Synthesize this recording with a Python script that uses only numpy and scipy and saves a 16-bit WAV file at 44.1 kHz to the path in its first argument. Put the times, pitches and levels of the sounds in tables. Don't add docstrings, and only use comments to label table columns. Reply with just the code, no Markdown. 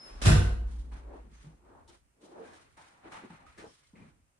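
import sys
import numpy as np
from scipy import signal
from scipy.fft import rfft, irfft, next_fast_len
from scipy.io import wavfile

SR = 44100
rng = np.random.default_rng(int(sys.argv[2]) if len(sys.argv) > 2 else 0)


def digitize_waveform(pressure):
    field = np.atleast_2d(pressure).T
    bounded = np.clip(field, -1, 1)
    quanta = np.round(bounded * 32767).astype(np.int16)
    wavfile.write(sys.argv[1], SR, quanta)


N = 193863
T = np.arange(N) / SR


def from_db(db):
    return 10 ** (np.asarray(db) / 20)


def rms_one(x):
    return x / np.sqrt(np.mean(x ** 2) + 1e-30)


def in_time(rows):
    s, *columns = np.transpose(rows)
    return [np.interp(T, s, c) for c in columns]


def at_hz(points, hz):
    p = np.array(points, float)
    return np.interp(np.log(np.maximum(hz, 1)), np.log(p[:, 0]), p[:, 1])


def colour(x, spectrum):
    length = x.shape[-1]
    size = next_fast_len(length)
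    gain = from_db(at_hz(spectrum, np.fft.rfftfreq(size, 1 / SR)))
    return irfft(rfft(x, size) * gain, size)[..., :length]


def drift(rate_hz):
    r = np.exp(-2 * np.pi * rate_hz * 40 / SR)
    noise = rng.standard_normal(N // 40 + 2002)
    slow = signal.lfilter([1], [1, -2 * r, r * r], noise)[2000:]
    return np.interp(np.arange(N) / 40, np.arange(len(slow)), rms_one(slow))


def ring(x, hz, t60):
    r, w = from_db(-60 / (t60 * SR)), 2 * np.pi * hz / SR
    return signal.lfilter([0, np.sin(w)], [1, -2 * r * np.cos(w), r * r], x + 1e-18)


def resonance(x, hz, width):
    r = np.exp(-np.pi * width / SR)
    feedback = [1, -2 * r * np.cos(2 * np.pi * hz / SR), r * r]
    return signal.lfilter(np.array([1, 0, -1]) * (1 - r * r) / 2, feedback, x)


def burst(start, t60, rise_s, span=slice(None)):
    t = np.maximum(T[span] - start, 0)
    return (1 - np.exp(-t / rise_s)) * from_db(-60 * t / t60)


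def after(s):
    return slice(int(s * SR), int((s + .6) * SR))


def swells(arrive_s, rise_s, hold_s, fall_s, level_db):
    columns = (arrive_s, rise_s, hold_s, fall_s, level_db)
    arrive, rise, hold, fall, level = (np.reshape(c, (-1, 1)) for c in columns)
    t = T[::32] - arrive
    drop_db = 20 * (np.maximum(-t, 0) / rise + np.maximum(t - hold, 0) / fall)
    return from_db(2 * (level - drop_db))


def together(powers):
    return np.interp(T, T[::32], np.sqrt(powers.sum(axis=0)))


# freq_hz, likeness (1 same, 0 unrelated, -1 opposed)
LIKENESS = [(60, 0.23), (130, 0.91), (290, 0.7), (640, -0.2), (1410, -0.13), (3100, 0.0065), (6820, -0.33),
            (15000, 0.25)]


def stereo_noise(size):
    mid, side = rfft(rng.standard_normal((2, size)))
    alike = np.clip(at_hz(LIKENESS, np.fft.rfftfreq(size, 1 / SR)), -1, 1)
    return irfft(np.sqrt(1 + alike) * mid + np.sqrt(1 - alike) * side * np.array([[1], [-1]]), size)


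def grainy(spectrum, grain_db=0, rate_hz=4):
    return rms_one(colour(stereo_noise(N) * from_db(grain_db * drift(rate_hz)), spectrum))


# freq_hz, t60_s
HOUSE = [(150, 0.58), (400, 0.76), (1040, 0.63), (2760, 0.55), (7280, 0.42)]


def room(x, stretch, build_s):
    t, white, echoes = T[:SR], stereo_noise(SR), 0
    edges = 25 * 2 ** np.arange(1.5, 9.6, .5)
    for low, high in zip(edges, edges[1:]):
        band = signal.sosfilt(signal.butter(2, [low, high], "band", fs=SR, output="sos"), white)
        fade = from_db(-60 * t / (stretch * at_hz(HOUSE, np.sqrt(low * high))))
        echoes = echoes + band * fade / np.sqrt(np.sum(fade ** 2))
    echoes = echoes * (1 - np.exp(-t / build_s))
    return signal.fftconvolve(np.atleast_2d(x), echoes / np.sqrt(np.sum(echoes ** 2) / 2), axes=1)[:, :N]


# time_s, pitch_hz, level_db and octave_db (both before the flutter's 2.5 dB lift)
SQUEAK = [(0, 5130, -54, -80), (.05, 5200, -51, -67), (.1, 5225, -57, -71), (.14, 5235, -63, -86),
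          (.22, 5225, -72, -100)]


def squeak():
    hz, level_db, octave_db = in_time(SQUEAK)
    wander = 1.2 * np.array([drift(25), drift(25)])
    phase = 2 * np.pi * np.cumsum(hz + 30 * drift(120)) / SR + wander
    tone = from_db(level_db) * np.sin(phase) + from_db(octave_db) * np.sin(2 * phase)
    return tone * from_db(2.5 + 2.0 * drift(48)) * (T < SQUEAK[-1][0])


# freq_hz, relative_db
HISS = [(59, -48.5), (100, -9), (150, 3), (166, -11.5), (461, -16), (521, -12), (2350, -17.5),
        (2600, -17.5), (3680, -26.5), (8480, -19.5), (13000, -34.5)]


def hiss():
    return from_db(-76) * grainy(HISS)


# time_s, push_db on the lowest room modes, rush_db of air
SWING = [(0, -105, -60), (.09, -89, -52.5), (.14, -74, -55), (.2, -69.5, -55), (.25, -71.5, -46.5),
         (.45, -120, -65.5)]
# freq_hz, relative_db
RUSH = [(70, -35.5), (120, -8), (230, -4), (1300, -7.5), (3500, -19), (5600, -21), (10500, -31),
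        (12500, -58.5)]


def rush():
    return from_db(in_time(SWING)[1]) * grainy(RUSH) * (T < SWING[-1][0])


# pitch_hz, level_db of a 0 dB thump, t60_s, sign where the microphone stands
ROOM_MODES = [(36.1, -30.9, 1.68, -1), (42.9, -34.6, 2.02, 1), (50.9, -35.9, 2.07, -1),
              (57.7, -29, 1.79, 1), (72.3, -33.3, .58, 1), (89.4, -6.5, .24, -1), (94.1, -3.3, .46, 1),
              (105, -15.5, .27, -1)]
# time_s, push_db
THUMPS = [(.2237, -28.3), (.2594, 2.3), (.2754, 2.4), (.3332, -7)]


def boom():
    swing = from_db(in_time(SWING)[0]) * rng.standard_normal(N) * (T < SWING[-1][0])
    thumps = np.zeros(N)
    for s, push_db in THUMPS:
        thumps[round(s * SR)] = from_db(push_db)
    modes = []
    for hz, level_db, t60, sign in ROOM_MODES:
        drive = swing * (hz < 60) + from_db(level_db) * thumps
        modes.append(sign * ring(drive, hz, t60))
    across = from_db(-18.0) * (modes[3] - modes[2] + .8 * modes[7])
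    return sum(modes) + across * np.array([[1], [-1]])


# time_s, level_db
RUMBLE = [(1.9, -66.5), (2.05, -74.5), (2.2, -84), (2.43, -67), (2.83, -75), (2.9, -82), (3.06, -70),
          (3.23, -80), (3.36, -71), (3.67, -65.5), (3.8, -80.5), (3.99, -65.5), (4.22, -69.5),
          (4.39, -79.5)]
# freq_hz, relative_db
JOISTS = [(16, -39), (28, -10), (54, 0), (92, -3), (110, -6.5), (140, -29.5), (240, -120)]


def rumble():
    fade_in = np.clip(T / RUMBLE[0][0], 0, 1)
    return fade_in * from_db(in_time(RUMBLE)[0]) * grainy(JOISTS, grain_db=2.0, rate_hz=7.6)


# start_s, relative_db, rattle t60_s, bass_db (gain in the bass)
CONTACTS = [(0.2154, -20.5, 0.29, -13.5), (0.252, -12, 0.085, 2.5), (0.265, -14, 0.12, 7),
            (0.291, -23.5, 0.49, 3.5)]
# pitch_hz, width_hz, peak_db over the rattle
DOOR_MODES = [(150, 12, 7), (199.5, 8.3, 6), (226.5, 34, -3), (345, 12, 1.5), (387, 14, 8), (1527, 89, 5.5)]
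# freq_hz, relative_db
DOOR = [(74, -31), (125, -7.5), (312, -17), (381, -22.5), (421, -21.5), (1010, -23.5), (1090, -21.5),
        (1310, -21.5), (1950, -25.5), (3010, -25.5), (9360, -33), (11900, -49.5), (14500, -56)]


def slam():
    chatter_db = np.clip(2.5 * drift(90) + 2.5 * drift(450), -9, 5)
    chatter = rng.standard_normal(N) * from_db(chatter_db)
    dull = signal.sosfilt(signal.butter(1, 1200, fs=SR, output="sos"), chatter)
    rattle = np.zeros(N)
    for s, level_db, t60, bass_db in CONTACTS:
        tilted = chatter + (from_db(bass_db) - 1) * dull
        rattle += from_db(level_db) * burst(s, t60, rise_s=0.0022) * tilted
    body = rattle + sum(from_db(peak_db) * resonance(rattle, hz, width) for hz, width, peak_db in DOOR_MODES)
    early = from_db(-8.5) * rattle * stereo_noise(N)
    return from_db(22) * colour(early + room(body, stretch=0.83, build_s=0.0018), DOOR)


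BOARD_HZ = np.geomspace(110, 520, 8)


def boards(pitch_hz):
    load = stereo_noise(N) * from_db(2.8 * drift(5.3))
    murmur = 0
    for hz in BOARD_HZ:
        nearness = np.exp(-(np.log(pitch_hz / hz) / 0.47) ** 2)
        width = 0.45 * hz
        murmur = murmur + nearness * resonance(resonance(load, hz, width), hz, width) / np.sqrt(hz)
    return rms_one(murmur)


# arrive_s, rise_s (over 20 dB), hold_s, fall_s (over 20 dB), murmur_db, pitch_hz, rub_db
MURMUR_AND_STEPS = [(.5, .05, .05, 1.2, -56, 190, -63), (.922, .012, .04, .2, -60, 200, -58),
                    (1.14, .2, .04, .1, -54, 390, -57.5), (1.25, .05, .02, .22, -61, 158, -73),
                    (1.445, .015, .09, .07, -60, 250, -70), (1.655, .025, .16, .15, -65, 320, -66),
                    (1.75, .2, .05, .15, -61, 320, -61), (1.89, .02, .06, .08, -68, 337, -69),
                    (2.24, .04, .05, .4, -65, 310, -69), (2.38, .14, .04, .2, -51, 410, -56),
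                    (2.48, .15, .07, .2, -61, 340, -60), (2.772, .005, .04, .2, -70, 232, -59),
                    (2.97, .25, .03, .2, -65.5, 240, -65), (3.05, .04, .04, .12, -57, 317, -55),
                    (3.125, .015, .05, .2, -62, 200, -50), (3.24, .03, .02, .05, -56, 248, -59),
                    (3.305, .02, .04, .08, -57, 180, -62), (3.4, .1, .05, .2, -65, 200, -62),
                    (3.587, .02, .03, .15, -55, 340, -65), (3.64, .05, .02, .09, -53, 280, -55),
                    (3.936, .005, .1, .2, -59, 190, -72), (4.0, .04, .05, .2, -62, 170, -68)]
# arrive_s, rise_s (over 20 dB), hold_s, fall_s (over 20 dB), rasp_db, swish_db
RUSTLES = [(.69, .05, .05, .3, -67, -67), (.922, .012, .05, .15, -61, -70), (1.14, .2, .04, .25, -68, -77),
           (1.34, .06, .1, .2, -66, -70), (1.66, .05, .15, .3, -76, -84), (1.885, .015, .07, .06, -68, -68),
           (2.22, .02, .06, .2, -72, -68), (2.46, .2, .04, .2, -60.5, -68), (2.54, .03, .03, .3, -62, -68),
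           (2.774, .01, .05, .35, -60, -68), (3.05, .04, .03, .15, -59, -74),
           (3.122, .012, .05, .18, -50, -61), (3.305, .012, .03, .25, -58, -69),
           (3.467, .015, .03, .25, -63, -72), (3.587, .025, .03, .08, -54, -63),
           (3.7, .1, .04, .4, -70, -67), (3.96, .01, .13, .08, -67, -78)]
# freq_hz, relative_db
RUB = [(290, -39), (500, -2), (579, -1.5), (850, 6.5), (1450, -4.5), (1880, -11.5), (3190, -120)]
RASP = [(760, -7.5), (1300, 0.5), (2050, -2), (2410, -3.5), (3300, -14.5), (4290, -15), (7260, -120)]
SWISH = [(1760, -40), (3000, -10.5), (5810, -14), (6300, -13.5), (7760, -17.5), (8970, -14), (12600, -41),
         (13500, -38)]


def murmur_and_walk():
    s, rise_s, hold_s, fall_s, murmur_db, hz, rub_db = np.transpose(MURMUR_AND_STEPS)
    murmur = swells(s, rise_s, hold_s, fall_s, murmur_db) + 1e-30
    pitch_hz = np.interp(T, T[::32], hz @ murmur / murmur.sum(axis=0))
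    rub = swells(s, rise_s, hold_s, .7 * fall_s, rub_db)
    *shape, rasp_db, swish_db = np.transpose(RUSTLES)
    out = together(murmur) * boards(pitch_hz)
    out += together(rub) * grainy(RUB, grain_db=0.5, rate_hz=26)
    out += together(swells(*shape, rasp_db)) * grainy(RASP, grain_db=1.0, rate_hz=45)
    out += together(swells(*shape, swish_db)) * grainy(SWISH, grain_db=2.0, rate_hz=26)
    return out


# start_s, level_db, pitch_hz of the hollow note, edge_db (bright edge), t60_s of the hollow rasp,
# tap_db relative to level_db
SCUFFS = [(0.917, -61, 1670, -87, 0.14, -1), (1.135, -38, 820, -104, 0.16, -16),
          (1.877, -62, 914, -62, 0.033, 0), (1.889, -46, 845, -58.5, 0.034, -18),
          (2.21, -78, 727, -83, 0.14, -9), (2.452, -46.5, 1590, -72.5, 0.29, -7.5),
          (2.53, -46.5, 1710, -64, 0.077, -7.5), (2.769, -41.5, 829, -70, 0.36, -23),
          (3.118, -54, 1190, -59, 0.1, 4.5), (3.302, -39, 877, -87, 0.1, -10.5),
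          (3.466, -51, 1252, -75, 0.15, 1.5), (3.576, -38.5, 1760, -62.5, 0.21, -21),
          (3.64, -45, 650, -77, 0.035, -7), (3.846, -57.5, 2150, -101, 0.084, -9),
          (3.955, -48.5, 2150, -94, 0.45, -13.5), (4.018, -61, 2395, -94, 0.078, -2)]


def scuffs():
    rise_s, pan_db, grit_db = 0.00068, 3, -18
    out, grit = np.zeros(N), rng.standard_normal(N) * from_db(3.3 * drift(290))
    edge = rms_one(colour(grit, SWISH))
    for s, level_db, hz, edge_db, t60, tap_db in SCUFFS:
        width, span = .3 * hz, after(s)
        hollow = rms_one(resonance(resonance(grit[span], hz, width), hz, width))
        rasp = from_db(grit_db) * hollow * burst(s, t60, rise_s, span)
        tap = from_db(tap_db) * np.sin(2 * np.pi * hz * (T[span] - s)) * burst(s, 0.082, 0.00057, span)
        out[span] += from_db(level_db) * (tap + rasp)
        out[span] += from_db(edge_db) * edge[span] * burst(s, 2.1 * t60, rise_s, span)
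    return from_db(pan_db / 2 * np.array([[1], [-1]])) * out


# start_s, level_db, pitch_hz, t60_s
KNOCKS = [(0.927, -48, 97, 0.18), (1.444, -42.5, 144, 0.1), (1.465, -38.5, 152, 0.11),
          (1.889, -49, 350, 0.047), (2.325, -47, 334, 0.088), (2.395, -40.5, 453.3, 0.14),
          (2.543, -48.5, 322, 0.061), (3.055, -47, 328.6, 0.12), (3.237, -31, 342, 0.016),
          (3.242, -37, 228, 0.04), (3.302, -42, 179, 0.1), (3.586, -48, 431, 0.08),
          (3.622, -48.5, 330, 0.15), (3.641, -34, 447, 0.033), (3.933, -45, 192, 0.067),
          (4.018, -34, 183, 0.027)]


def knocks():
    out = np.zeros(N)
    for s, level_db, hz, t60 in KNOCKS:
        span = after(s)
        tone = np.sin(2 * np.pi * hz * (T[span] - s))
        out[span] += from_db(level_db) * tone * burst(s, t60, .8 / hz, span)
    return out


# start_s, level_db, centre_hz, t60_s
NARROW_BANDS = [(1.33, -68, 6300, .6), (3.655, -64, 5400, .35)]


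def narrow_bands():
    noise, out = stereo_noise(N), 0
    for s, level_db, hz, t60 in NARROW_BANDS:
        band = rms_one(resonance(resonance(noise, hz, 700), hz, 700))
        out = out + from_db(level_db) * band * burst(s, t60, rise_s=.015)
    return out


def scene():
    door = squeak() + rush() + boom() + slam()
    steps = scuffs() + knocks()
    steps += from_db(-0.5) * room(steps.mean(axis=0), stretch=0.23, build_s=0.00063)
    return door + hiss() + rumble() + murmur_and_walk() + steps + narrow_bands()


# freq_hz, left_over_right_db
PORTS = [(60, -1.5), (700, 1.5), (1800, -0.5), (6400, 1.5), (7800, -2.5), (9800, -13), (12500, 4)]


def record(dry):
    left = colour(dry[0], [(hz, db / 2) for hz, db in PORTS])
    right = colour(dry[1], [(hz, -db / 2) for hz, db in PORTS])
    low_pass = signal.cheby2(12, 70, 15700, fs=SR, output="sos")
    return signal.sosfilt(low_pass, [left, right])


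dry = scene()
out = record(dry)
digitize_waveform(out)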